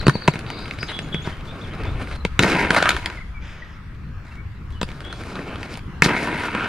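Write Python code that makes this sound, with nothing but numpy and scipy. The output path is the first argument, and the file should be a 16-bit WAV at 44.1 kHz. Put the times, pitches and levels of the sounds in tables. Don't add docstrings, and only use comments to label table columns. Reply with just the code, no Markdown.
import sys
import numpy as np
from scipy import signal
from scipy.fft import rfft, irfft
from scipy.io import wavfile
from scipy.ndimage import uniform_filter1d

SR = 44100
rng = np.random.default_rng(int(sys.argv[2]) if len(sys.argv) > 2 else 0)


def dump(signal):
    limited = np.clip(np.atleast_2d(signal).T, -1, 1)
    pcm = np.round(limited * 32767).astype(np.int16)
    wavfile.write(sys.argv[1], SR, pcm)


N = 294588


def gain_of(db):
    return 10 ** (np.asarray(db) / 20)


def evened(x):
    return x / np.sqrt(np.mean(x ** 2) + 1e-20)


def read(points, hz):
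    table_hz, value = np.transpose(points)
    return np.interp(np.log(hz + 1), np.log(table_hz + 1), value)


def level_over_time(points):
    start_s, level_db = np.transpose(points)
    return np.interp(np.arange(N) / SR, start_s, level_db)


def add(mix, start_s, sound):
    at = round(start_s * SR)
    sound = sound[max(-at, 0):]
    part = mix[max(at, 0):][:len(sound)]
    part += sound[:len(part)]


def wobble(hz, shape):
    width = int(SR / hz)
    noise = rng.standard_normal(shape)
    return evened(uniform_filter1d(uniform_filter1d(noise, width), width))


def ring(x, modes, sway_db=0):
    out = np.zeros(len(x))
    for k, (hz, width_hz, db) in enumerate(modes):
        b, a = signal.iirpeak(hz, hz / width_hz, SR)
        sway = gain_of(sway_db * wobble(18.8, len(x))) if sway_db else 1
        sign = (-1) ** k
        out += sign * gain_of(db) * sway * signal.lfilter(b, a, x)
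    return out


def air(spectrum, same, patchy_db):
    frames, hz = N // 512 + 5, np.fft.rfftfreq(2048, 1 / SR)
    a, b, c, d, patches = rng.standard_normal((frames, 1025, 5)).T
    patches = evened(uniform_filter1d(uniform_filter1d(patches, 20, 0), 8, 1))
    same = np.clip(same(hz), 0, 1)[:, None]
    left = a + 1j * b
    right = same * left + np.sqrt(1 - same ** 2) * (c + 1j * d)
    both = np.array([left, right]) * gain_of(read(spectrum, hz)[:, None] + patchy_db * patches)
    return evened(signal.istft(both, nperseg=2048, noverlap=1536)[1][:, :N])


# pitch_hz, level_db (per Hz)
TRAFFIC_SPECTRUM = [(71, -15), (120, -9.5), (196, -14), (272, -20.5), (402, -27.5), (684, -35.5),
                    (1240, -24.5), (1430, -27.5), (1580, -27), (3170, -39.5), (7660, -56.5), (16000, -51)]
# pitch_hz, likeness (0 to 1)
TRAFFIC_LIKENESS = [(100, 1), (300, 0.88), (1400, 0.58), (3000, 0.36), (7000, 0.23), (15000, .2)]
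# start_s, level_db
TRAFFIC_LEVEL = [(0, -34), (2.3, -35.5), (3.3, -40.5), (4.7, -39.5), (5.9, -36.5)]


def traffic():
    hum = air(TRAFFIC_SPECTRUM, lambda hz: read(TRAFFIC_LIKENESS, hz), 2.52)
    return gain_of(level_over_time(TRAFFIC_LEVEL)) * hum


# pitch_hz, level_db (per Hz)
WIND_SPECTRUM = [(15, -8.5), (30, -7.5), (60, -2.5), (110, -8.5), (200, -25.5), (400, -61), (800, -77)]
# start_s, level_db
WIND_LEVEL = [(0, -25.5), (.35, -38), (.8, -39.5), (1.65, -31.5), (2.3, -30), (2.85, -33), (3.4, -34),
              (4.3, -32.5), (4.85, -29), (5.2, -38.5), (6.68, -38.5)]
EDDIES_DB = -15.5


def wind():
    shared, eddies = air(WIND_SPECTRUM, np.zeros_like, 1.6)
    eddies = eddies * gain_of(EDDIES_DB + 0.67 * wobble(6.4, N))
    level_db = level_over_time(WIND_LEVEL) + 2.67 * wobble(6.9, N)
    return gain_of(level_db) * (shared + np.outer([1.3, -.4], eddies))


# start_s, length_s, start_hz, end_hz, level_db
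BUZZES = [(0.436, .26, 4100, 4450, -39.5), (0.874, 0.044, 3800, 3170, -31.5)]
SWEEP_HZ = 620
SWEEPS_PER_S, SWEEPS_SPREAD = 138, 63.25


def buzz(start_s, length_s, start_hz, end_hz, level_db):
    count = round(length_s * SR)
    turns = np.cumsum(SWEEPS_PER_S + SWEEPS_SPREAD * wobble(250, count)) / SR
    hz = np.linspace(start_hz, end_hz, count) + SWEEP_HZ * np.sin(2 * np.pi * turns)
    shape = gain_of(level_db + 2.4 * wobble(150, count)) * signal.windows.tukey(count, .6)
    return start_s, shape * np.sin(2 * np.pi * np.cumsum(hz) / SR)


def whistle(start_s, length_s, start_hz, middle_hz, end_hz, level_db, warble_hz):
    u = np.linspace(0, 1, round(length_s * SR))
    hz = np.interp(u, [0, .58, 1], [start_hz, middle_hz, end_hz])
    hz = uniform_filter1d(hz, len(u) // 6, mode="nearest")
    hz = hz * (1 + .007 * wobble(200, len(u)))
    hz = hz + warble_hz * np.sin(2 * np.pi * 300 * u * length_s)
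    flutter_db = 2.5 * wobble(150, len(u))
    shape = gain_of(level_db + flutter_db - 5 * u ** 2) * signal.windows.tukey(len(u), .6)
    return start_s, shape * np.sin(2 * np.pi * np.cumsum(hz) / SR)


SERIES_S, SERIES_GAP_S, SERIES_COUNT, SERIES_DB, SERIES_FADE_DB = -.026, .078, 5, -26, -2.8
# length_s, start_hz, middle_hz, end_hz
FALLING = (.046, 4560, 4520, 3250)
# delay_s (after its start), length_s, start_hz, middle_hz, end_hz,
# level_db (above the phrase), warble_hz (depth)
PHRASE = [(0, .036, 3930, 3300, 2640, 0, 0), (.072, .042, 2800, 3250, 2580, -3, 0),
          (.229, .062, 3450, 3540, 3800, -3, 130)]
# start_s, level_db
PHRASES = [(1.237, -38), (1.628, -40)]
# start_s, length_s, pitch_hz, level_db
TRILLS = [(.779, 0.092, 4940, -35), (0.91, 0.092, 3376, -32.5), (1.111, 0.091, 3360, -30.5),
          (5.036, 0.044, 3340, -35.5), (5.069, 0.067, 3390, -39)]
TRILL_DEPTH = 0.039
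# start_s, level_db
SEEPS = [(.725, -52), (1.02, -47), (1.215, -47)]
# length_s, start_hz, middle_hz, end_hz
RISING = (.028, 6200, 6950, 7500)
# start_s, length_s, start_hz, end_hz, level_db
CHIRPS = [(.86, .03, 6500, 6450, -48), (1.611, 0.018, 3330, 3970, -36), (2.116, 0.089, 4040, 4190, -52),
          (2.2, 0.017, 3860, 4220, -41.5), (3.169, 0.029, 2150, 1930, -31),
          (3.203, 0.027, 2320, 1950, -34.5), (3.331, 0.076, 2376, 2200, -41.5),
          (3.412, .022, 2430, 2270, -42.5), (3.618, 0.022, 2010, 1800, -34.5),
          (4.307, .033, 2690, 2710, -46), (4.361, 0.06, 2210, 2260, -41.5),
          (4.723, .025, 3350, 3400, -47.5), (4.74, 0.062, 3000, 2930, -48)]


def songs():
    notes = []
    for k in range(SERIES_COUNT):
        notes.append((SERIES_S + k * SERIES_GAP_S, *FALLING, SERIES_DB + k * SERIES_FADE_DB, 0))
    for s, db in PHRASES:
        notes += [(s + delay_s, *glide, db + more_db, warble) for delay_s, *glide, more_db, warble in PHRASE]
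    notes += [(s, length_s, hz, hz, hz, db, TRILL_DEPTH * hz) for s, length_s, hz, db in TRILLS]
    notes += [(s, *RISING, db, 0) for s, db in SEEPS]
    notes += [(s, length_s, a, (a + b) / 2, b, db, 0) for s, length_s, a, b, db in CHIRPS]
    return notes


def echoes(x, t60_s, start_s):
    taps = np.zeros((2, SR // 2))
    at = np.arange(0, SR // 2 - 20, 20) + rng.integers(0, 20, (2, (SR // 2 - 1) // 20))
    np.put_along_axis(taps, at, rng.choice([-1., 1.], at.shape), 1)
    t = np.arange(SR // 2) / SR
    taps *= gain_of(-60 * t / t60_s) * (t > start_s)
    return signal.fftconvolve(x[None], taps / np.linalg.norm(taps[0]), axes=1)[:, :N]


# pitch_hz, width_hz, level_db
BEARINGS = [(600, 410, 5), (1800, 900, 6.5), (3540, 830, -1), (4900, 250, -4), (5620, 160, -7),
            (6330, 160, -6.5)]
SPIN_S, SPIN_LENGTH_S = 3.39, .42
SPIN_DB, SPIN_FADE_DB = -40, -13


def spin():
    u = np.linspace(0, 1, round(SPIN_LENGTH_S * SR))
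    whirr = evened(ring(rng.standard_normal(len(u)), BEARINGS, 1.1))
    return SPIN_S, signal.windows.tukey(len(u), .3) * gain_of(SPIN_DB + SPIN_FADE_DB * u) * whirr


# pitch_hz, width_hz, level_db
BODY_LOW = [(135, 167, -5), (194, 70, 1), (313, 108, -2.5), (458, 118, -3)]
BODY_MID = [(686, 250, -0.5), (974, 71, 6), (1294, 686, 0.5), (1753, 560, 5), (1770, 59, 1.5),
            (2088, 180, 0), (2550, 1160, -3.5)]
BODY_HIGH = [(3050, 2350, 7.5), (4200, 2860, 8.5), (5600, 870, -7), (9190, 920, -4.5), (13200, 490, -14)]


def friction(rows, grit_per_s, spread_db, chatter_db, chatter_hz, favoured=()):
    start_s, *levels_db = np.transpose(rows)
    t = np.arange(start_s[0], start_s[-1], 1 / SR)
    shape = (2, len(t))
    size = gain_of(spread_db * np.minimum(rng.exponential(1, shape), 4)) * rng.choice([-1., 1.], shape)
    strikes = rng.random(shape) < grit_per_s / SR
    coarse, fine = size * strikes * gain_of(chatter_db * wobble(chatter_hz, len(t)))
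    sway_db = 1.8
    soft_plastic = signal.butter(3, 2700, fs=SR)
    middle = signal.lfilter(*soft_plastic, ring(coarse, BODY_MID, sway_db))
    low = ring(ring(coarse, [(219, 270, 0)]), BODY_LOW)
    high = ring(fine + 0.067 * coarse, BODY_HIGH, sway_db)
    high = signal.lfilter(*signal.butter(2, 2900, "high", fs=SR), high)
    extra = ring(ring(coarse, favoured), favoured)
    sound = np.zeros(len(t))
    for part, level_db in zip((middle, low, high, extra), levels_db):
        sound += gain_of(np.interp(t, start_s, level_db)) * evened(part)
    return start_s[0], sound * signal.windows.tukey(len(t), 0.014 * SR / len(t))


# start_s, level_db, treble_db (above the level)
ROLLS = [
    [(0.0, -37, -10), (.2, -46.5, -24), (.62, -40.5, -10), (.77, -43.5, -6), (1.1, -46.5, -5),
     (1.4, -46, -15), (1.64, -43.5, -12), (1.86, -37, -18), (2.17, -43, -2.5)],
    [(4.7, -61, -3.5), (4.98, -47, -7.5), (5.22, -40, -6.5), (5.47, -38, -16), (5.62, -42.5, -13.5),
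     (5.79, -42, -1)],
]
# pitch_hz, width_hz, level_db
DRONE = [(870, 1480, 0)]
ROLL_RUMBLE_DB, ROLL_DRONE_DB = 3.5, -3.5


def roll(curve):
    rows = [(s, db, db + ROLL_RUMBLE_DB, db + treble_db, db + ROLL_DRONE_DB) for s, db, treble_db in curve]
    return friction(rows, 5000, 2.8, 2.2, 60, DRONE)


TICKS_PER_S, TICK_DB = 12, 10.5


def ticks(curve):
    start_s, level_db, _ = np.transpose(curve)
    slot_s = .02
    rows = []
    for at in np.arange(start_s[0], start_s[-1], slot_s):
        chance, delay, strength, pitch = rng.random(4)
        if chance < slot_s * TICKS_PER_S:
            peak_db = np.interp(at, start_s, level_db) + TICK_DB + 6 * strength
            rows.append((at + slot_s * delay, peak_db, -15, -5, 1000 + 1400 * pitch))
    return rows


# start_s, length_s, level_db
SCUFFS = [(0.336, 0.037, -42.5), (.883, 0.049, -38), (1.245, 0.1, -45), (2.106, 0.046, -43.5),
          (2.76, 0.04, -23.5), (4.245, 0.17, -57.5), (4.877, 0.051, -52.5), (5.702, 0.066, -54)]
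SCUFF_FIZZ_DB = -10.5


def scuff(start_s, length_s, contact_db):
    rows = []
    for u, db in ((0, 10), (.7, 6.5), (1, -15)):
        level_db = contact_db + db
        rows.append((start_s + u * length_s, level_db, level_db - 8.0, level_db + SCUFF_FIZZ_DB))
    return friction(rows, 6000, 2.7, 3.0, 185)


# start_s, peak_db, thump_db and snap_db (above the peak),
# pitch_hz (centre of the ring)
CLACKS = [(.068, -3, 1, -35, 1380), (.082, -2, 7.5, -4.5, 1160), (0.096, -4, -20, -35, 1380),
          (.154, -16, 6, -18, 960), (.222, -23, -12, -17, 1570), (.278, -2.5, -14, -7.5, 940),
          (0.283, -2, 2, -38, 660), (0.338, -23.5, 2, -2, 2110), (.357, -18.5, 0, -12, 746),
          (0.392, -21.5, -18, -1, 1570), (0.503, -16, -23, -4, 1940), (.657, -23, -20, -10, 2360),
          (0.681, -26, -22, -5, 2380), (.711, -15.5, -24, -13, 2290), (0.788, -21.5, -13, -12, 2240),
          (.83, -14, -10, -41, 1760), (.991, -13.5, -11, -3.5, 2260), (1.145, -11, -1.5, -19, 2310),
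          (1.274, -22, 9.5, -18, 915), (1.854, -25, -5, -7, 990), (2.007, -41, -12, -34, 765),
          (2.074, -22.5, -32, -21, 1830), (2.251, -6, -3, -11, 690), (2.393, 4, -8, -40, 2354),
          (2.404, -19, 10, -14, 845), (2.435, -2.5, -5.5, -13, 1780), (2.45, -17, 7, -20, 1490),
          (2.706, 0, -7, -13, 1436), (2.747, -8, -26, -8, 1870), (2.808, -23, -21, -10, 1240),
          (2.826, -4, -16, -12, 1370), (2.857, -5, -32, -27, 1490), (2.868, -12, -49, -32, 1400),
          (2.878, -13, -38, -27, 1400), (2.892, -0.5, -35, 0, 1510), (2.906, -2.5, -29, -16, 1390),
          (2.966, -11, -38, -5.5, 1480), (3.06, -8.5, -40, -1, 2200), (3.101, -17, -29, -15, 1425),
          (3.95, -44, -15, 0, 1390), (4.09, -46, -15, -3, 2000), (4.706, -41, -15, 1, 1990),
          (4.725, -40, -8, 2, 2000), (4.815, -12.5, -3, -18, 1130), (4.831, -14.5, 2.5, 0.5, 1050),
          (4.89, -25, 0, -22, 2580), (4.917, -27, -3, -23, 2560), (5.006, -25, -12, -2.5, 1510),
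          (5.128, -19.5, -25, -5, 1400), (5.392, -18, -2, -34, 1760), (5.631, -18.5, -25, -31, 2260),
          (5.741, -35, -12, 12, 1510), (5.774, -26, -17, 2, 880), (6.022, 6.5, -9.5, -10.5, 1910),
          (6.051, -9.5, -6, -2.5, 1890), (6.061, -7.5, 3.5, -10, 1930), (6.092, -13, -15, -15, 1780),
          (6.12, -17, 0, -19, 1510), (6.55, -11, -1, -21, 990)]
RATTLE_S, RATTLE_DOUBLES_DB = .0015, 30
CENTRE_DB, CENTRE_OCTAVES = 8, 0.4
THUMP_BASE_HZ = 152


def clack(start_s, peak_db, thump_db, snap_db, pitch_hz):
    t = np.arange(3000) / SR
    rise = 1 - np.exp(-(t / .0012) ** 2)
    decay_s = RATTLE_S * 2 ** (peak_db / RATTLE_DOUBLES_DB)
    rattle = rng.standard_normal(len(t)) * np.exp(-t / decay_s) * rise
    modes = []
    for hz, width_hz, db in BODY_MID:
        octaves = np.log2(hz / pitch_hz)
        modes.append((hz, width_hz, db + CENTRE_DB * np.exp(-(octaves / CENTRE_OCTAVES) ** 2)))
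    middle = ring(rattle, modes)
    snap = ring(rattle, BODY_HIGH)
    boot_hz = THUMP_BASE_HZ * rng.uniform(.85, 1.3)
    swell = (1 - np.exp(-t / 0.0013)) * np.exp(-.9 * boot_hz * t)
    thump = -swell * np.cos(2 * np.pi * boot_hz * t)
    thump += 1.21 * swell * np.exp(-t / 0.004) * np.sin(2 * np.pi * 2.58 * boot_hz * t)
    sound = np.zeros(len(t))
    for part, db in ((middle, 0), (thump, thump_db), (snap, snap_db)):
        sound += gain_of(peak_db + db) * part / abs(part).max()
    return start_s - .0015, sound


# start_s, pressure_db,
# treble_db and judder_db (both above the pressure)
GRINDS = [
    [(2.4, -28.5, -15, -18), (2.43, -22, 0, -20), (2.445, -19, -14, -28), (2.66, -21.5, -17.5, -1),
     (2.7, -25.5, -12.5, -8), (2.75, -23, -6.5, 3.5), (2.89, -27, -12, 6), (2.92, -24.5, -8.5, -1),
     (3.02, -38, -12, -4), (3.08, -31.5, -22, -14), (3.22, -51.5, -10, 10.5)],
    [(6.03, -28, -1, -7), (6.1, -20, -16, -13), (6.21, -25, -13, -11), (6.5, -27.5, -13.5, -0.5),
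     (6.56, -25.5, -19, 0.5), (6.72, -27, -15, 1.5)],
]
# pitch_hz, width_hz, level_db
JUDDER = [(1403, 610, 0)]
GRIND_RUMBLE_DB = -4.5
LANDING_BOOM_DB, LANDING_BOOM_S = 8, 0.089


def grind(curve):
    at, *levels_db = np.transpose(curve)
    s = np.arange(at[0], at[-1], .005)
    pressure_db, treble_db, judder_db = (np.interp(s, at, level) for level in levels_db)
    rumble_db = GRIND_RUMBLE_DB + LANDING_BOOM_DB * np.exp(-(s - s[0]) / LANDING_BOOM_S)
    above_db = np.array([0 * s, rumble_db, treble_db, judder_db])
    rows = np.transpose([s, *(pressure_db + above_db)])
    return friction(rows, 3600, 3.7, 1.9, 180, JUDDER)


def scene():
    background = wind() + traffic()

    birds = np.zeros(N)
    for row in songs():
        add(birds, *whistle(*row))
    for row in BUZZES:
        add(birds, *buzz(*row))
    song = birds * gain_of([[1.5], [-1.5]]) + gain_of(-4) * echoes(birds, .4, .008)

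    skate = np.zeros(N)
    for sound in [*map(roll, ROLLS), *map(grind, GRINDS), spin()]:
        add(skate, *sound)
    for row in SCUFFS:
        add(skate, *scuff(*row))
    for row in CLACKS + ticks(ROLLS[0]) + ticks(ROLLS[1]):
        add(skate, *clack(*row))
    bright = signal.lfilter(*signal.butter(1, 3000, "high", fs=SR), skate)
    early = gain_of(-5.5) * echoes(bright, 0.1, .0005)
    late = gain_of(-17.5) * echoes(bright, 1.0, 0.052)
    return skate + early + late + song + background


# pitch_hz, level_db (left minus right)
PORTS = [(60, 2), (180, 0.5), (550, 1), (1650, 0.5), (4970, 2), (15000, -1.5)]
# pitch_hz, level_db
CAPSULES = [(6000, -1), (9300, -3), (10500, -9), (14000, -8), (16000, -28)]
EDGE_HZ = 16200


def record(dry):
    hz = np.fft.rfftfreq(N, 1 / SR)
    half = gain_of(read(PORTS, hz) / 2)
    sample_late = np.exp(-2j * np.pi * hz / SR)
    ports = irfft(rfft(dry) * gain_of(read(CAPSULES, hz)) * [half * sample_late, 1 / half], N)
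    band = signal.firwin(511, EDGE_HZ, window=("kaiser", 9), fs=SR)
    return signal.oaconvolve(np.clip(ports, -1, 1), band[None], "same")


dry = scene()
out = record(dry)
dump(out)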